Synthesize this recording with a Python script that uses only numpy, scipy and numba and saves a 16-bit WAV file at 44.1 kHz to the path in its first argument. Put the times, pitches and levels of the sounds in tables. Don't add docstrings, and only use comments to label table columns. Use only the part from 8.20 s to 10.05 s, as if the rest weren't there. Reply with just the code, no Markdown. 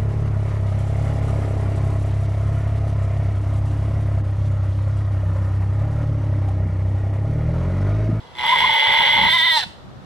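import sys
import numpy as np
from scipy import signal
from scipy.fft import rfft, irfft
from scipy.io import wavfile
from scipy.ndimage import uniform_filter1d
from numba import njit

SR = 44100
rng = np.random.default_rng(int(sys.argv[2]) if len(sys.argv) > 2 else 0)


def transcribe(signal):
    frames = np.atleast_2d(signal).T
    limited = np.clip(frames, -1, 1)
    pcm = np.round(limited * 32767).astype(np.int16)
    wavfile.write(sys.argv[1], SR, pcm)


def linear_from_db(decibels):
    return 10 ** (np.asarray(decibels, float) / 20)


N = 81585


def rms_one(x):
    return x / np.sqrt(np.mean(x ** 2) + 1e-20)


def in_time(rows):
    s, *columns = np.transpose(rows)
    return [np.interp(np.arange(N) / SR, s, c) for c in columns]


def at_hz(points, hz):
    table_hz, value = np.transpose(points)
    return np.interp(np.log(hz + 1), np.log(table_hz + 1), value)


def drift(rate_hz):
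    r = np.exp(-2 * np.pi * rate_hz / SR)
    return rms_one(signal.lfilter([1], [1, -2 * r, r * r], rng.standard_normal(2 * N))[N:])


def coloured(spectrum, x):
    hz = np.arange(N // 2 + 1) * SR / N
    inside = (hz > spectrum[0][0]) & (hz < spectrum[-1][0])
    return rms_one(irfft(rfft(x) * linear_from_db(at_hz(spectrum, hz)) * inside, N))


# time in seconds, roughness from 0 to 1.
ROUGHNESS = [(.23, 1), (.34, .8), (.365, 1), (1.07, .9), (1.11, .2), (1.15, .2), (1.17, .45), (1.195, .2),
             (1.225, .2), (1.24, .35), (1.3, .35), (1.325, .05), (1.365, .06), (1.39, .35), (1.415, 1)]
# time in seconds, rate in Hz.
SCREAM_RATE = [(.235, 316.1), (.28, 314.6), (.34, 333), (.365, 298), (.4, 302.5), (.445, 329.1),
               (.47, 303.3), (.6, 296.2), (1.0, 296.2), (1.07, 305)]
# time in seconds, rate in Hz.
NOTE_RATE = [(1.09, 316.8), (1.112, 315.7), (1.124, 322.7), (1.142, 341.6), (1.16, 348.2), (1.176, 329.7),
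             (1.188, 330.3), (1.21, 319.1), (1.252, 339.3), (1.272, 331.7), (1.304, 328.5), (1.32, 318.8),
             (1.362, 314.2), (1.384, 291.1), (1.4, 270.0), (1.416, 242.2), (1.46, 236.2)]
VOICE_ON_S, VOICE_OFF_S = .232, 1.45
CREAK_PULSES, CREAK_START_S, CREAK_PERIOD_S = 10, .152, .0082
JITTER, JITTER_HZ = .09, 110
SHIMMER_DB = 3
ALTERNATE_DB, ALTERNATE_HZ = 3.5, 12


def fold_pulses(rate, rough):
    turns = np.cumsum(rate * (1 + JITTER * rough ** 1.3 * drift(JITTER_HZ))) / SR
    at = np.interp(np.arange(1, int(turns[-1])), turns, np.arange(N))
    at = at[(at > VOICE_ON_S * SR) & (at < VOICE_OFF_S * SR)]
    whole = at.astype(int)
    shimmer_db = SHIMMER_DB * rng.uniform(-1, 1, len(at))
    spells = np.clip(drift(ALTERNATE_HZ)[whole], 0, 1.5)
    alternate_db = ALTERNATE_DB * spells * (-1.) ** np.arange(len(at))
    size = linear_from_db(rough[whole] * (shimmer_db + alternate_db)) * np.sqrt(SR / rate[whole])

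    creak_at = (CREAK_START_S + CREAK_PERIOD_S * np.arange(CREAK_PULSES)) * SR
    creak_size = linear_from_db(rng.uniform(-1.8, 1.2, CREAK_PULSES)) * np.sqrt(SR * CREAK_PERIOD_S)
    at, size = np.append(at, creak_at), np.append(size, creak_size)

    taps = np.floor(at)[:, None] + np.arange(-8, 9)
    off = taps - at[:, None]
    shape = size[:, None] * np.sinc(off) * np.cos(np.pi * off / 18) ** 2
    return np.bincount(taps.astype(int).ravel(), shape.ravel(), N)[:N]


FOLD_NOISE = .7
STEADY_LEAK = .3
NOISE_FROM_HZ, NOISE_LOW_SHARE = 1300, .45


def fold_noise(pulses, rough):
    puffs = rms_one(signal.lfilter([1], [1, -np.exp(-1 / (.0026 * SR))], np.abs(pulses)))
    share = FOLD_NOISE * rough
    white = (STEADY_LEAK + (1 - STEADY_LEAK) * puffs) * rng.standard_normal(N)
    high = signal.lfilter(*signal.butter(2, NOISE_FROM_HZ, "high", fs=SR), white)
    noise = share * (NOISE_LOW_SHARE * white + (1 - NOISE_LOW_SHARE) * high)
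    return noise, np.sqrt(1 - share ** 2), puffs


@njit
def resonance(x, hz, r, sr):
    y = np.zeros(len(x))
    for i in range(2, len(x)):
        drive = (1 - r[i] ** 2) / 2 * (x[i] - x[i - 2])
        ring = 2 * r[i] * np.cos(2 * np.pi * hz[i] / sr) * y[i - 1]
        y[i] = drive + ring - r[i] ** 2 * y[i - 2]
    return y


# centre in Hz, width in Hz, gain in dB.
RESONANCES = [(553.6, 129, -15.5), (897.3, 181, 5.5), (1607, 263, -9.5), (2047.4, 216, 2.5),
              (3018, 593, -2), (3346, 252, -2.5), (3883, 157, 4.5), (4049, 97, 0.5), (410.4, 79, -19.5),
              (5830, 62, -30.5)]
GAIN_GROUPS = [3, 1, 0, 0, 0, 0, 2, 2, 3, 0]
# time in seconds, scale of the lower resonance centres.
MOUTH_CLOSING = [(1.0, 1), (1.15, .99), (1.36, .96), (1.39, .91), (1.44, .76)]
LOWER_RESONANCES = 4
LOWEST_SINKS = .55
LOCK_MULTIPLE, LOCK_HZ, LOCK_SHARE = 3, 305, .39
NOTE_ON_S, NOTE_LIFT_HZ, NOTE_LIFT_DB = 1.1, 180.24, 3
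WIDEN_FROM, WIDEN = .95, 6
CHEST_CLEAR_DB = -2.5
BETWEEN_DB, CLOSING_LEAK_DB = -26, 65


def vocal_tract(pulses, noise, pulse_share, rate, rough, lowest_db, upper_db):
    closing, = in_time(MOUTH_CLOSING)
    note = np.clip((np.arange(N) / SR - NOTE_ON_S) / .04 + .5, 0, 1)
    moving_db = [0, lowest_db, upper_db, CHEST_CLEAR_DB * (1 - rough)]
    excitation = pulse_share * pulses + noise
    voice = linear_from_db(BETWEEN_DB + CLOSING_LEAK_DB * (1 - closing)) * noise
    for k, ((hz, width, db), group) in enumerate(zip(RESONANCES, GAIN_GROUPS)):
        lower = k < LOWER_RESONANCES
        centre = hz * (closing if lower else np.ones(N))
        if group == 1:
            follow = LOCK_SHARE * LOCK_MULTIPLE * np.maximum(rate - LOCK_HZ, 0)
            centre = hz * closing ** LOWEST_SINKS + follow
        if k - LOWER_RESONANCES in (0, 1):
            centre, db = centre + NOTE_LIFT_HZ * note, db + NOTE_LIFT_DB * note
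        width = width * (1 + WIDEN * np.maximum(WIDEN_FROM - closing, 0))
        r = np.exp(-np.pi * width / SR)
        rung = resonance(resonance(excitation, centre, r, SR), centre, r, SR)
        polarity = 1 if lower else -1
        voice = voice + polarity * linear_from_db(db + moving_db[group]) * rung * np.sqrt(SR / width)
    return voice


def even_pressure(voice):
    band = signal.butter(4, [375, 5960], "band", fs=SR, output="sos")
    voice = rms_one(signal.sosfilt(band, voice))
    size = int(.015 * SR)
    power = uniform_filter1d(uniform_filter1d(voice ** 2, size), size)
    return voice / np.sqrt(power + .1)


# time in seconds, mean level in dB before the effort level.
SINGING_LEVEL = [(.25, -28), (.3, -2.5), (.34, 2), (.352, -18), (.41, -16), (.425, -2.5), (.445, -3),
                 (.46, -12.5), (1.07, -14.5), (1.09, -43.5)]
THROB_DB, THROB_HZ = 3, 30
SING_WANDER = .025


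def singing(rate):
    db = in_time(SINGING_LEVEL)[0] + THROB_DB * drift(THROB_HZ)
    turns = np.cumsum(rate * (1 + SING_WANDER * drift(THROB_HZ))) / SR
    return linear_from_db(db) * np.sin(2 * np.pi * LOCK_MULTIPLE * turns)


# frequency in Hz, relative gain in dB.
BREATH_COLOUR = [(2590, 0), (4400, -6.5), (5290, -8), (5900, -16.5), (6930, -18.5), (8690, -17.5),
                 (10800, -31.5), (14000, -36), (22000, -120)]
# frequency in Hz, relative gain in dB.
AIR_COLOUR = [(6350, -41), (10800, 2.5), (11700, 5), (12900, -2), (14600, -5), (15600, -9)]
AIR_DB, AIR_FLICKER_DB, AIR_FLICKER_HZ = -36.5, 3.5, 54
HISS_GATE, HISS_OWN = .6, .5
HISS_PULSES, CLEAR_PULSES = .25, 1.2


def breath_hiss(pulses, puffs, rough, hiss_db):
    shared, *own = (1 - HISS_GATE + HISS_GATE * puffs) * rng.standard_normal((3, N))
    breath = (HISS_PULSES + CLEAR_PULSES * (1 - rough)) * pulses
    breath = breath + (1 - HISS_OWN) * shared + HISS_OWN * np.array(own)
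    air_db = AIR_DB + AIR_FLICKER_DB * drift(AIR_FLICKER_HZ)
    return linear_from_db(hiss_db) * coloured(BREATH_COLOUR, breath) + linear_from_db(air_db) * coloured(AIR_COLOUR, breath)


# time in seconds, overall level in dB, lowest strong
# resonance in dB, upper resonances in dB, breath hiss in dB; the last three are relative.
EFFORT_PARTS = [
    [(0.13, -47.5, 4, -14, -1), (0.179, -35.5, -6, -21, -10), (0.187, -25, -10, -12, -13.5),
     (0.228, -24.5, -2.5, -25, -14), (0.238, -19, -0.5, -30, -20), (0.3, -17, -8.5, -39, -17)],
    [(0.32, -17, -7.5, -33, -18.5), (0.412, -16.5, -6, -19.5, -19), (0.87, -14.5, -9, -23, -21.5),
     (1.088, -15, -5, -14.5, -22), (1.104, -16, -20.5, -14, -19.5), (1.146, -14, -6.5, -31, -19),
     (1.168, -16.5, -3.5, -26, -22), (1.184, -16, -20, -7, -18), (1.212, -16, -9, -31, -19),
     (1.236, -15, -19, -11, -25.5), (1.276, -15.5, -7, -12, -22), (1.306, -15.5, -24, -15, -21),
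     (1.328, -16, -8, -3, -19.5), (1.376, -16, 0, -0.5, -12), (1.412, -25.5, -14.5, -4, -5),
     (1.44, -25, 0.5, -6, -9), (1.47, -40, 2, -29, 16.5)],
]
BREATH_OFF_S = 1.449
EXHALE_DB, EXHALE_DB_PER_S = -7, -150


def bleat():
    level_db, lowest_db, upper_db, hiss_db = in_time(EFFORT_PARTS[0] + EFFORT_PARTS[1])
    (rate,), (rough,) = in_time(SCREAM_RATE + NOTE_RATE), in_time(ROUGHNESS)
    pulses = fold_pulses(rate, rough)
    noise, pulse_share, puffs = fold_noise(pulses, rough)
    lowest_db = lowest_db + THROB_DB * rough * drift(THROB_HZ)
    voice = vocal_tract(pulses, noise, pulse_share, rate, rough, lowest_db, upper_db)
    voice = even_pressure(voice) + singing(rate)
    hiss = breath_hiss(pulses, puffs, rough, hiss_db)
    after_s = np.arange(N) / SR - BREATH_OFF_S
    sounding = np.clip(-after_s / .01, 0, 1)
    exhale = linear_from_db(EXHALE_DB + EXHALE_DB_PER_S * np.maximum(after_s, 0))
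    return linear_from_db(level_db) * (voice * sounding + hiss * np.maximum(sounding, exhale))


# frequency in Hz, lead of the left port in radians.
PORT_PHASE = [(0, 0), (860, 0), (1400, .6), (2050, .9), (2260, 1.3), (2410, -.1), (2560, -2.9),
              (2930, -2.1), (3080, 0), (3270, -1.3), (3450, -1.1), (3620, -.4), (4300, 0), (4480, 1.9),
              (4820, 1.4), (5100, 4), (5400, 5.8), (6200, 5.2), (7400, 3.8), (8900, 6.1), (11500, 9.9),
              (15000, 15)]
# frequency in Hz, left over right in dB.
PORT_LEVEL = [(300, 2), (600, 0), (2100, 0), (2330, -3), (2540, 7), (2930, -5), (3230, 1), (3680, -9),
              (3960, -1), (4250, -6), (4450, -1), (7000, -5), (9000, -1), (12500, 1)]


def ports(x):
    hz = np.arange(N // 2 + 1) * SR / N
    lead = np.interp(hz, *np.transpose(PORT_PHASE))
    half = linear_from_db(at_hz(PORT_LEVEL, hz) / 2) * np.exp(.5j * lead)
    return irfft(rfft(x) * np.array([half, 1 / half]), N)


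def echoes(x, db, t60_s, delay_s):
    t = np.arange(SR // 2) / SR
    decay = linear_from_db(-60 * t / t60_s) * (t > delay_s)
    scattered = rng.standard_normal((2, len(t))) * decay
    response = signal.lfilter(*signal.butter(1, 9000, fs=SR), scattered)
    response = signal.lfilter([1, -.4], [1], response)
    response = response / np.sqrt(np.sum(response ** 2, axis=1, keepdims=True))
    return linear_from_db(db) * signal.fftconvolve(x[None], response, axes=1)[:, :N]


# time in seconds, level in dB of the two ports' summed power.
WIND_LEVEL = [(0.0, -49), (0.03, -53.5), (0.272, -46), (0.514, -39), (0.53, -48.5), (0.658, -56),
              (0.694, -33), (0.762, -51), (0.814, -37), (0.838, -47.5), (1.056, -31), (1.102, -39),
              (1.35, -49.5), (1.472, -44.5), (1.53, -48.5), (1.69, -42), (1.85, -43)]
# frequency in Hz, relative density in dB per Hz.
WIND_SPECTRUM = [(12, -43), (20, -13), (86, 2), (198, -1), (282, -9), (400, -11), (450, -39), (580, -40),
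                 (990, -120)]


def wind():
    db, = in_time(WIND_LEVEL)
    lumps = linear_from_db(2.5 * np.array([drift(60), drift(51)]))
    rumble = coloured(WIND_SPECTRUM, rms_one(lumps * rng.standard_normal((2, N))))
    return np.sqrt(2) * linear_from_db(db) * rumble


# frequency in Hz, relative density in dB per Hz.
FAR_SPECTRUM = [(120, -43), (231, -21), (258, -10.5), (564, -3), (1380, -8.5), (2510, -20.5), (3750, -18),
                (5110, -25.5), (15500, -46.5)]
# frequency in Hz, left-right correlation.
FAR_CORRELATION = [(300, 1), (1000, 0), (12000, 0.037)]


def far_hiss():
    mid, side = rfft(rng.standard_normal((2, N)))
    alike = np.clip(at_hz(FAR_CORRELATION, np.arange(len(mid)) * SR / N), 0, 1)
    pair = np.sqrt(1 + alike) * mid + np.sqrt(1 - alike) * side * [[1], [-1]]
    return linear_from_db(-47) * coloured(FAR_SPECTRUM, irfft(pair, N))


def scene():
    goat = bleat()
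    mono = goat.mean(axis=0)
    yard = echoes(mono, db=-21, t60_s=.5, delay_s=.015)
    ground_and_body = echoes(mono, db=-13, t60_s=.11, delay_s=.0049)
    return ports(goat) + yard + ground_and_body + wind() + far_hiss()


def low_pass(x):
    return signal.sosfilt(signal.butter(12, 15700, fs=SR, output="sos"), x)


def record(dry):
    return low_pass(dry)


dry = scene()
out = record(dry)
transcribe(out)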